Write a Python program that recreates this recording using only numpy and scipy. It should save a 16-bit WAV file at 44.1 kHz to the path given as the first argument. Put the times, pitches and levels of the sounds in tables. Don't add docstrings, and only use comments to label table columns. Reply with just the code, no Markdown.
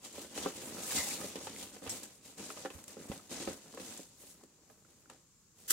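import sys
import numpy as np
from scipy import signal
from scipy.fft import rfft, irfft
from scipy.io import wavfile
from scipy.ndimage import uniform_filter1d

SR = 44100
rng = np.random.default_rng(int(sys.argv[2]) if len(sys.argv) > 2 else 0)


def file_out(sig):
    cols = np.atleast_2d(sig).T
    lim = np.clip(cols, -1, 1)
    pcm = np.round(lim * 32767).astype(np.int16)
    wavfile.write(sys.argv[1], SR, pcm)


N = 252252
TIME = np.arange(N) / SR
HIT_TIME = np.arange(SR // 4) / SR

# (start [s], rise [s], hold [s], sliding level [dB],
# top treble setting relative to sliding [dB], jostling level [dB])
STROKES = [(0.01, 0.037, 0.0092, -52.5, -11, -55.5), (0.126, 0.027, 0.069, -51.5, -8, -54.5),
           (0.294, 0.072, .025, -47.5, -10, -50), (0.396, .04, 0.017, -44.5, -12, -43.5),
           (0.51, 0.054, 0.23, -52, -6.5, -52.5), (0.736, 0.035, 0.033, -49, -16, -48.5),
           (0.819, 0.14, 0.03, -36, -6.5, -46.5), (1.015, 0.057, .08, -43.5, -7.5, -51.5),
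           (1.168, 0.035, 0.042, -47, -9, -49.5), (1.274, 0.032, 0.22, -53, -11, -55.5),
           (1.528, 0.066, 0.042, -51, -6.5, -53), (1.697, 0.042, 0.019, -59.5, -11, -56),
           (1.814, 0.023, 0.02, -55, -10, -47.5), (1.891, 0.027, 0.038, -48, -8.5, -52.5),
           (2.007, 0.018, 0.014, -57, -8, -56.5), (2.228, 0.026, 0.029, -57.5, -9.5, -61.5),
           (2.365, 0.019, .13, -51.5, -10.5, -54.5), (2.549, 0.019, 0.062, -54, -12.5, -57.5),
           (2.702, 0.037, 0.065, -61.5, -4.5, -59), (2.863, 0.018, .03, -57, -7.5, -59),
           (2.955, .04, 0.15, -61, -6.5, -56), (3.071, 0.024, 0.044, -57, -8.5, -52),
           (3.212, 0.031, 0.018, -65, -6, -72), (3.292, 0.022, .11, -46, -14.5, -50),
           (3.457, 0.034, 0.025, -51.5, -10.5, -49), (3.61, 0.041, 0.17, -62, -11, -63),
           (3.752, 0.055, 0.14, -52.5, -9, -57), (3.944, .02, 0.045, -59, -12, -69),
           (4.113, .1, 0.088, -63, -3, -71.5), (4.35, .03, 0.037, -73.5, -12, -69.5),
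           (4.672, .02, .03, -75.5, -1, -71.5), (4.878, 0.021, 0.017, -72, -5, -79),
           (4.98, 0.018, .01, -78, 0, -85), (5.09, .015, .025, -67, -17, -64),
           (5.544, 0.042, 0.14, -66.5, -5.5, -69.5)]
# (time [s], sliding level [dB], jostling level [dB])
HEAP_CREEP = [(0, -68, -71.5), (3.6, -71.5, -68.5), (4.6, -76, -74), (5.1, -77, -71.5), (5.3, -80.5, -89)]
# (time [s], share [0-1])
ARM_SHARE = [(0.3, 0.1), (0.9, 0.6), (1.15, 0.72), (1.6, 0.06), (2.2, 0.46)]
# (frequency [Hz], relative level [dB per Hz])
SLIDE_SPECTRUM = [(100, -38), (500, -3.5), (1000, -11), (1600, -11.5), (2200, -8.5), (3100, -1),
                  (4200, -4.5), (5600, -3), (7000, 1.5), (8500, -0.5), (10000, -10.5), (13000, -15),
                  (15500, -17.5)]
# (frequency [Hz], relative level [dB per Hz])
JOSTLE_SPECTRUM = [(30, -31), (60, -10.5), (90, -2.5), (130, -4.5), (200, 1.5), (290, 3), (400, -3.5),
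                   (560, -4.5), (800, -10), (1300, -14.5), (2500, -18), (6000, -64.5)]
# (time [s], level [dB], centre of the tone [Hz], crack level [dB])
KNOCKS = [(0.18, -44, 450, -65), (0.245, -49.5, 540, -68), (0.376, -41, 505, -44), (0.46, -31, 563, -55.5),
          (0.92, -44, 964, -62), (1.213, -46, 725, -58), (1.243, -43, 360, -51), (1.356, -40.5, 415, -44.5),
          (1.409, -50, 605, -81), (1.469, -44.5, 765, -46), (1.765, -52.5, 590, -60),
          (1.822, -49.5, 382, -68), (1.864, -49.5, 476, -49), (1.874, -48, 1010, -45.5),
          (2.395, -45, 324, -53.5), (2.503, -48, 610, -48.5), (2.573, -49.5, 616, -54.5),
          (2.649, -38, 544, -50.5), (2.657, -39.5, 806, -51), (2.703, -48.5, 493, -51.5),
          (2.788, -59, 584, -59), (2.968, -45.5, 402, -68), (2.998, -50, 276, -72),
          (3.116, -41, 530, -47.5), (3.416, -46, 306, -70), (3.474, -35, 490, -48), (3.481, -38, 460, -61),
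          (3.741, -50, 443, -72), (3.774, -44.5, 570, -54.5), (3.798, -47.5, 380, -52.5),
          (3.992, -48, 360, -73), (4.234, -59, 527, -71), (4.435, -58, 355, -79), (4.699, -61, 690, -69),
          (5.098, -54, 940, -56.5)]
# (frequency [Hz], relative level [dB], t60 [s])
BOX_MODES = [(181, 3.5, 0.079), (278.4, -2.5, 0.13), (329, -2, 0.048), (408.5, 0, 0.074), (548, 1.5, 0.054),
             (658, -7, 0.008), (787, -6, 0.062), (1170, 0.5, 0.014), (1203, 3.5, 0.026), (1402, -5.5, 0.09),
             (1726, 5, 0.029), (2280, -11, 0.015)]
# (frequency [Hz], relative level [dB])
CRACK_SPECTRUM = [(300, -12), (900, 2), (1500, -4.5), (2700, 1), (4000, -5.5), (7000, -8), (10000, -12),
                  (15500, -25)]
# (time [s], level [dB], pitch [Hz], t60 [s])
THUMPS = [(0.983, -50, 85, 0.15), (1.874, -53.5, 101.4, 0.22), (2.747, -49.5, 80, 0.13),
          (3.099, -31.5, 198, 0.014), (3.102, -55, 89.5, 0.18), (3.479, -48, 91, 0.046)]
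# (time [s], level [dB], t60 [s])
SNAPS = [(0.049, -49, 0.027), (0.127, -52, 0.036), (0.216, -50, 0.03), (1.358, -53, 0.017),
         (1.627, -49, 0.038), (1.894, -39.5, 0.048), (1.9, -40.5, 0.072), (1.916, -54, 0.03),
         (2.032, -45.5, 0.05), (2.383, -63, 0.03), (2.618, -54, 0.03), (2.84, -49, 0.02),
         (2.88, -46.5, 0.033), (3.177, -51, 0.035), (3.307, -49, 0.024), (3.532, -50, 0.03),
         (3.746, -54.5, 0.03), (3.975, -45, 0.033), (4.031, -54, 0.03), (4.088, -61, 0.028),
         (4.437, -56, 0.026), (5.1, -52, 0.008)]
# (frequency [Hz], relative level [dB per Hz])
SNAP_SPECTRUM = [(200, -20), (1200, -10), (3000, -9), (5500, -4.5), (7800, 6), (10000, -7), (15500, -12.5)]
# (time [s], length [s], pitch [Hz], bandwidth [Hz], level [dB])
SQUEAKS = [(0.433, 0.013, 3350, 200, -52), (0.969, 0.074, 2060, 150, -43), (1.108, 0.017, 2220, 350, -46),
           (1.893, 0.04, 7800, 800, -39), (1.897, 0.024, 5600, 600, -45.5)]
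# (time [s], pitch [Hz], level [dB])
DROPS = [(1.468, 884, -43.5), (1.562, 2140, -50), (2.503, 1375, -48.5), (2.658, 1390, -44),
         (2.702, 2700, -53), (3.194, 1290, -59), (3.739, 1340, -56), (3.773, 1840, -58), (4.411, 910, -63),
         (4.436, 640, -68), (4.699, 1700, -65), (4.848, 1420, -66), (5.057, 1300, -64), (5.112, 890, -59),
         (5.142, 710, -66)]
# (time [s], level [dB])
CREASE = [(5.678, -54), (5.682, -45), (5.698, -42), (5.702, -32.7), (5.72, -31.7)]
# (time [s], level [dB])
FOLDS = [(5.705, -24.5), (5.7078, -23.5), (5.7143, -31)]
# (frequency [Hz], relative level [dB per Hz])
WRAP_SPECTRUM = [(100, -28), (330, -7.5), (850, -23), (1450, -4.5), (2000, -7.5), (2400, -15), (3000, -2),
                 (4000, -8.5), (5400, -1), (7800, 4.5), (9300, -2), (11000, -3.5), (13400, 0), (15500, -6)]
# (frequency [Hz], relative level [dB per Hz])
HISS_SPECTRUM = [(25, -9), (55, -5), (100, -4.5), (160, -3), (230, -10), (330, -14), (440, -14.5),
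                 (700, -29), (1100, -20), (2000, -28), (3600, -27.5), (5200, -21.5), (7400, -12),
                 (9800, -30.5), (15500, -30.5)]
# (frequency [Hz], gain [dB])
SIDE_GAIN = [(40, -4), (130, -12.5), (270, -16.5), (520, -9), (1000, -5), (2000, -4), (4000, 0),
             (16000, 0.5)]
# (frequency [Hz], gain [dB])
LEFT_PORT = [(60, -1.9), (330, 2.1), (700, 0), (2500, 1), (4500, 1.2), (6600, 1), (7500, -1), (8600, -5),
             (10500, 1.3), (15000, 0)]
# (frequency [Hz], gain [dB])
RIGHT_PORT = [(60, 1), (330, 1.95), (700, 3), (2500, 1), (4500, 0.5), (6600, -5), (7500, -3), (8600, 0),
              (10500, 3), (15000, -1)]

SWELL_DB, SLIDE_REST_DB_PER_S, JOSTLE_REST_DB_PER_S = 15.5, 131.5, 182
CREEP_TOP_DB = -9.5
REBOUND_S, REBOUND_DB = 0.009, -12.5


def undb(db):
    return 10 ** (np.asarray(db) / 20)


def curve(rows):
    times, *columns = np.transpose(rows)
    return [np.interp(TIME, times, column) for column in columns]


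def fade(t60):
    return np.exp(-np.log(1000) * HIT_TIME / max(t60, 1 / SR))


def colour(x, points, size=4096):
    hz, db = np.transpose(points)
    bin_hz = np.arange(size // 2 + 1) * SR / size
    gain_db = np.interp(np.log(bin_hz + 1), np.log(hz), db)
    cepstrum = irfft(np.log(undb(gain_db)))[:size // 2]
    cepstrum[1:] *= 2
    response = irfft(np.exp(rfft(cepstrum, size)))[:size // 2]
    if x.ndim > 1:
        response = response[None]
    return signal.oaconvolve(x, response, axes=-1)[..., :x.shape[-1]]


def band(x, lo_hz, hi_hz, order=2):
    edges = [lo_hz, min(hi_hz, SR / 2 - 1)]
    return signal.sosfilt(signal.butter(order, edges, "band", fs=SR, output="sos"), x)


def unit(pair, lo_hz, hi_hz):
    return pair / band(pair[0], lo_hz, hi_hz, order=4).std()


def add(track, s, hit, db, size=176):
    start = int(np.clip(s * SR, 0, N - 1))
    loudest = np.sqrt(uniform_filter1d(hit[0] ** 2, size).max())
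    hit = hit * undb(db) / loudest
    track[:, start:start + hit.shape[1]] += hit[:, :N - start]


def walk(rate):
    levels = rng.standard_normal(N // 20)
    return np.sqrt(1.5) * np.interp(TIME * rate, np.arange(len(levels)), levels)


def grains(rate, scatter_db):
    happens = rng.random(N) < rate / SR
    sizes = undb(scatter_db * rng.standard_normal(N))
    return happens * sizes * rng.standard_normal((2, N)) / np.sqrt(rate)


def motion():
    creep_slide_db, creep_jostle_db = curve(HEAP_CREEP)
    slide = undb(creep_slide_db) ** 2
    jostle = undb(creep_jostle_db) ** 2
    top = slide * undb(CREEP_TOP_DB) ** 2
    for start, rise, hold, slide_db, top_db, jostle_db in STROKES:
        swell_db = SWELL_DB * np.minimum((TIME - start) / rise - 1, 0)
        swell = (TIME > start) * undb(swell_db)
        resting = np.maximum(TIME - start - rise - hold, 0)
        rub = swell * undb(slide_db - SLIDE_REST_DB_PER_S * resting)
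        tumble = swell * undb(jostle_db - JOSTLE_REST_DB_PER_S * resting)
        slide = slide + rub ** 2
        top = top + (rub * undb(top_db)) ** 2
        jostle = jostle + tumble ** 2
    return 10 * np.log10([slide, top / slide, jostle])


def sliding(slide_db, top_db):
    slips_per_s = 7000 * undb(0.5 * (slide_db + 50.5)) + 4000
    slips = grains(slips_per_s, scatter_db=1) * undb(walk(220))
    rub = unit(colour(slips, SLIDE_SPECTRUM), 2500, 10000)
    for hz in (1200, 1800, 2700, 4000, 6000, 9000, 12500):
        flicker = undb(1.13 * walk(35)) - 1
        rub = rub + flicker * band(rub, hz / 1.5, hz * 1.24, order=1)
    top = signal.sosfiltfilt(signal.butter(2, 10000, "high", fs=SR, output="sos"), rub)
    top_gain = undb(1.1 * (np.clip(top_db, -20, 0) + 13))
    return (rub + (top_gain - 1) * top) * undb(slide_db - 1.0)


def pieces(slide_db, count=2200, lo_hz=550, hi_hz=9000, cycles=46, scatter_db=3.0):
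    out = np.zeros((2, N))
    t = HIT_TIME[:SR // 20]
    draws = zip(rng.random((count, 2)), rng.standard_normal((count, 2)))
    for (when, size), (loud, place) in draws:
        start = int(when * (N - len(t)))
        hz = lo_hz * (hi_hz / lo_hz) ** size
        ring = np.sin(2 * np.pi * hz * t) * np.exp(-np.log(1000) * hz * t / cycles)
        gain = undb(slide_db[start] + scatter_db * loud) * (hz / hi_hz) ** 0.68
        out[:, start:start + len(t)] += gain * np.outer([1, place], ring)
    return out * undb(1.5)


def shaded(pair, dip_hz=3200, dip_width_hz=750):
    share, = curve(ARM_SHARE)
    dip = band(pair, dip_hz - dip_width_hz / 2, dip_hz + dip_width_hz / 2, order=1)
    return pair - np.clip(share, 0, 1) * dip


def jostling(jostle_db, scatter_db=2.0):
    bumps = colour(grains(np.full(N, 1800.0), scatter_db), JOSTLE_SPECTRUM)
    return unit(bumps, 150, 900) * undb(jostle_db - 1.22)


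def blows():
    hits = []
    for s, db, hz, crack_db in KNOCKS:
        hits.append((s, db, hz, crack_db))
        hits.append((s + REBOUND_S, db + REBOUND_DB, hz, crack_db + REBOUND_DB))
    return hits


def knocks(crush_db=-1, crush_t60=0.013, spot_db=3, spot_t60=0.027, crack_t60=0.067,
           build_s=0.0011, below=0.55, above=1.86):
    out = np.zeros((2, N))
    hz, db, t60 = np.transpose(BOX_MODES)
    decays = undb(db)[:, None] * np.array([fade(t) for t in t60])
    give = 1 - fade(build_s)
    for s, level_db, tone_hz, crack_db in blows():
        pitch = hz * (1 + 0.048 * rng.standard_normal(len(hz)))
        turns = pitch[:, None] * HIT_TIME + rng.random((2, len(hz), 1))
        ring = np.sum(decays * np.sin(2 * np.pi * turns), axis=1)
        spot = undb(spot_db) * fade(spot_t60) * np.sin(2 * np.pi * tone_hz * HIT_TIME)
        crush, crack = rng.standard_normal((2, 2, len(HIT_TIME)))
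        crush = undb(crush_db) * fade(crush_t60) * crush
        body = give * (ring + np.outer([1, -0.5], spot) + crush)
        add(out, s, band(body, below * tone_hz, above * tone_hz), level_db + 0.5)
        add(out, s, colour(give * fade(crack_t60) * crack, CRACK_SPECTRUM), crack_db - 0.1)
    return out


def thumps():
    out = np.zeros((2, N))
    for s, db, hz, t60 in THUMPS:
        swing = np.sin(2 * np.pi * hz * HIT_TIME) * fade(t60) * (1 - fade(0.012))
        add(out, s, np.array([swing, -swing / 2]), db)
    return out


def snaps(edge_db=1):
    out = np.zeros((2, N))
    for s, db, t60 in SNAPS:
        burst = fade(t60) * rng.standard_normal((2, len(HIT_TIME)))
        add(out, s, colour(burst, SNAP_SPECTRUM), db + edge_db)
    return out


def squeaks():
    out = np.zeros((2, N))
    for s, length, hz, width, db in SQUEAKS:
        grip = (1 - fade(0.008)) * np.exp(-(HIT_TIME / length) ** 4)
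        shudder = band(rng.standard_normal((2, len(HIT_TIME))), hz - width / 2, hz + width / 2)
        add(out, s, grip * shudder, db)
    return out


def drops(t60=0.018, spread=1.05):
    out = np.zeros((2, N))
    for s, hz, db in DROPS:
        contact = fade(t60) * rng.standard_normal((2, len(HIT_TIME)))
        add(out, s, band(contact, hz / spread, hz * spread, order=1), db)
    return out


def crinkle(fold_s=0.0016):
    crease_db, = curve(CREASE)
    cracks = colour(grains(np.full(N, 25000.0), scatter_db=0.5), WRAP_SPECTRUM)
    started = TIME > CREASE[0][0]
    out = cracks / cracks[0].std() * undb(crease_db + 1.0) * started
    flip = np.sin(np.pi * np.minimum(HIT_TIME / fold_s, 1))
    for s, db in FOLDS:
        burst = flip * rng.choice([-1, 1], (2, len(HIT_TIME)))
        add(out, s, colour(burst, WRAP_SPECTRUM), db)
    return out


def room(pair, t60=0.2, wet_db=-9):
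    tail = rng.standard_normal((2, len(HIT_TIME))) * fade(t60) * (1 - fade(0.0091))
    tail = tail / np.sqrt(np.sum(tail[0] ** 2))
    tail = colour(tail, [(80, -2), (250, -2.5), (2000, -1.0), (7000, -5.5), (15000, -0.5)])
    return pair + undb(wet_db) * signal.oaconvolve(pair[:1], tail, axes=1)[:, :N]


def hiss(level_db=-68.5):
    noise = colour(rng.standard_normal((2, N)), HISS_SPECTRUM)
    return noise / noise[0].std() * undb(level_db)


def scene():
    slide_db, top_db, jostle_db = motion()
    rubbing = sliding(slide_db, top_db) + pieces(slide_db)
    heap = shaded(rubbing) + jostling(jostle_db)
    box = heap + knocks() + thumps() + snaps() + squeaks() + drops()
    mid, side = room(box + crinkle()) + hiss()
    side = colour(side, SIDE_GAIN)
    return np.array([mid + side, mid - side])


def record(dry, bass_hz=40, top_hz=15750):
    ported = np.array([colour(dry[0], LEFT_PORT), colour(dry[1], RIGHT_PORT)])
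    ported = signal.sosfilt(signal.butter(2, bass_hz, "high", fs=SR, output="sos"), ported)
    return signal.sosfilt(signal.ellip(10, 0.2, 70, top_hz, fs=SR, output="sos"), ported)


dry = scene()
out = record(dry)
file_out(out)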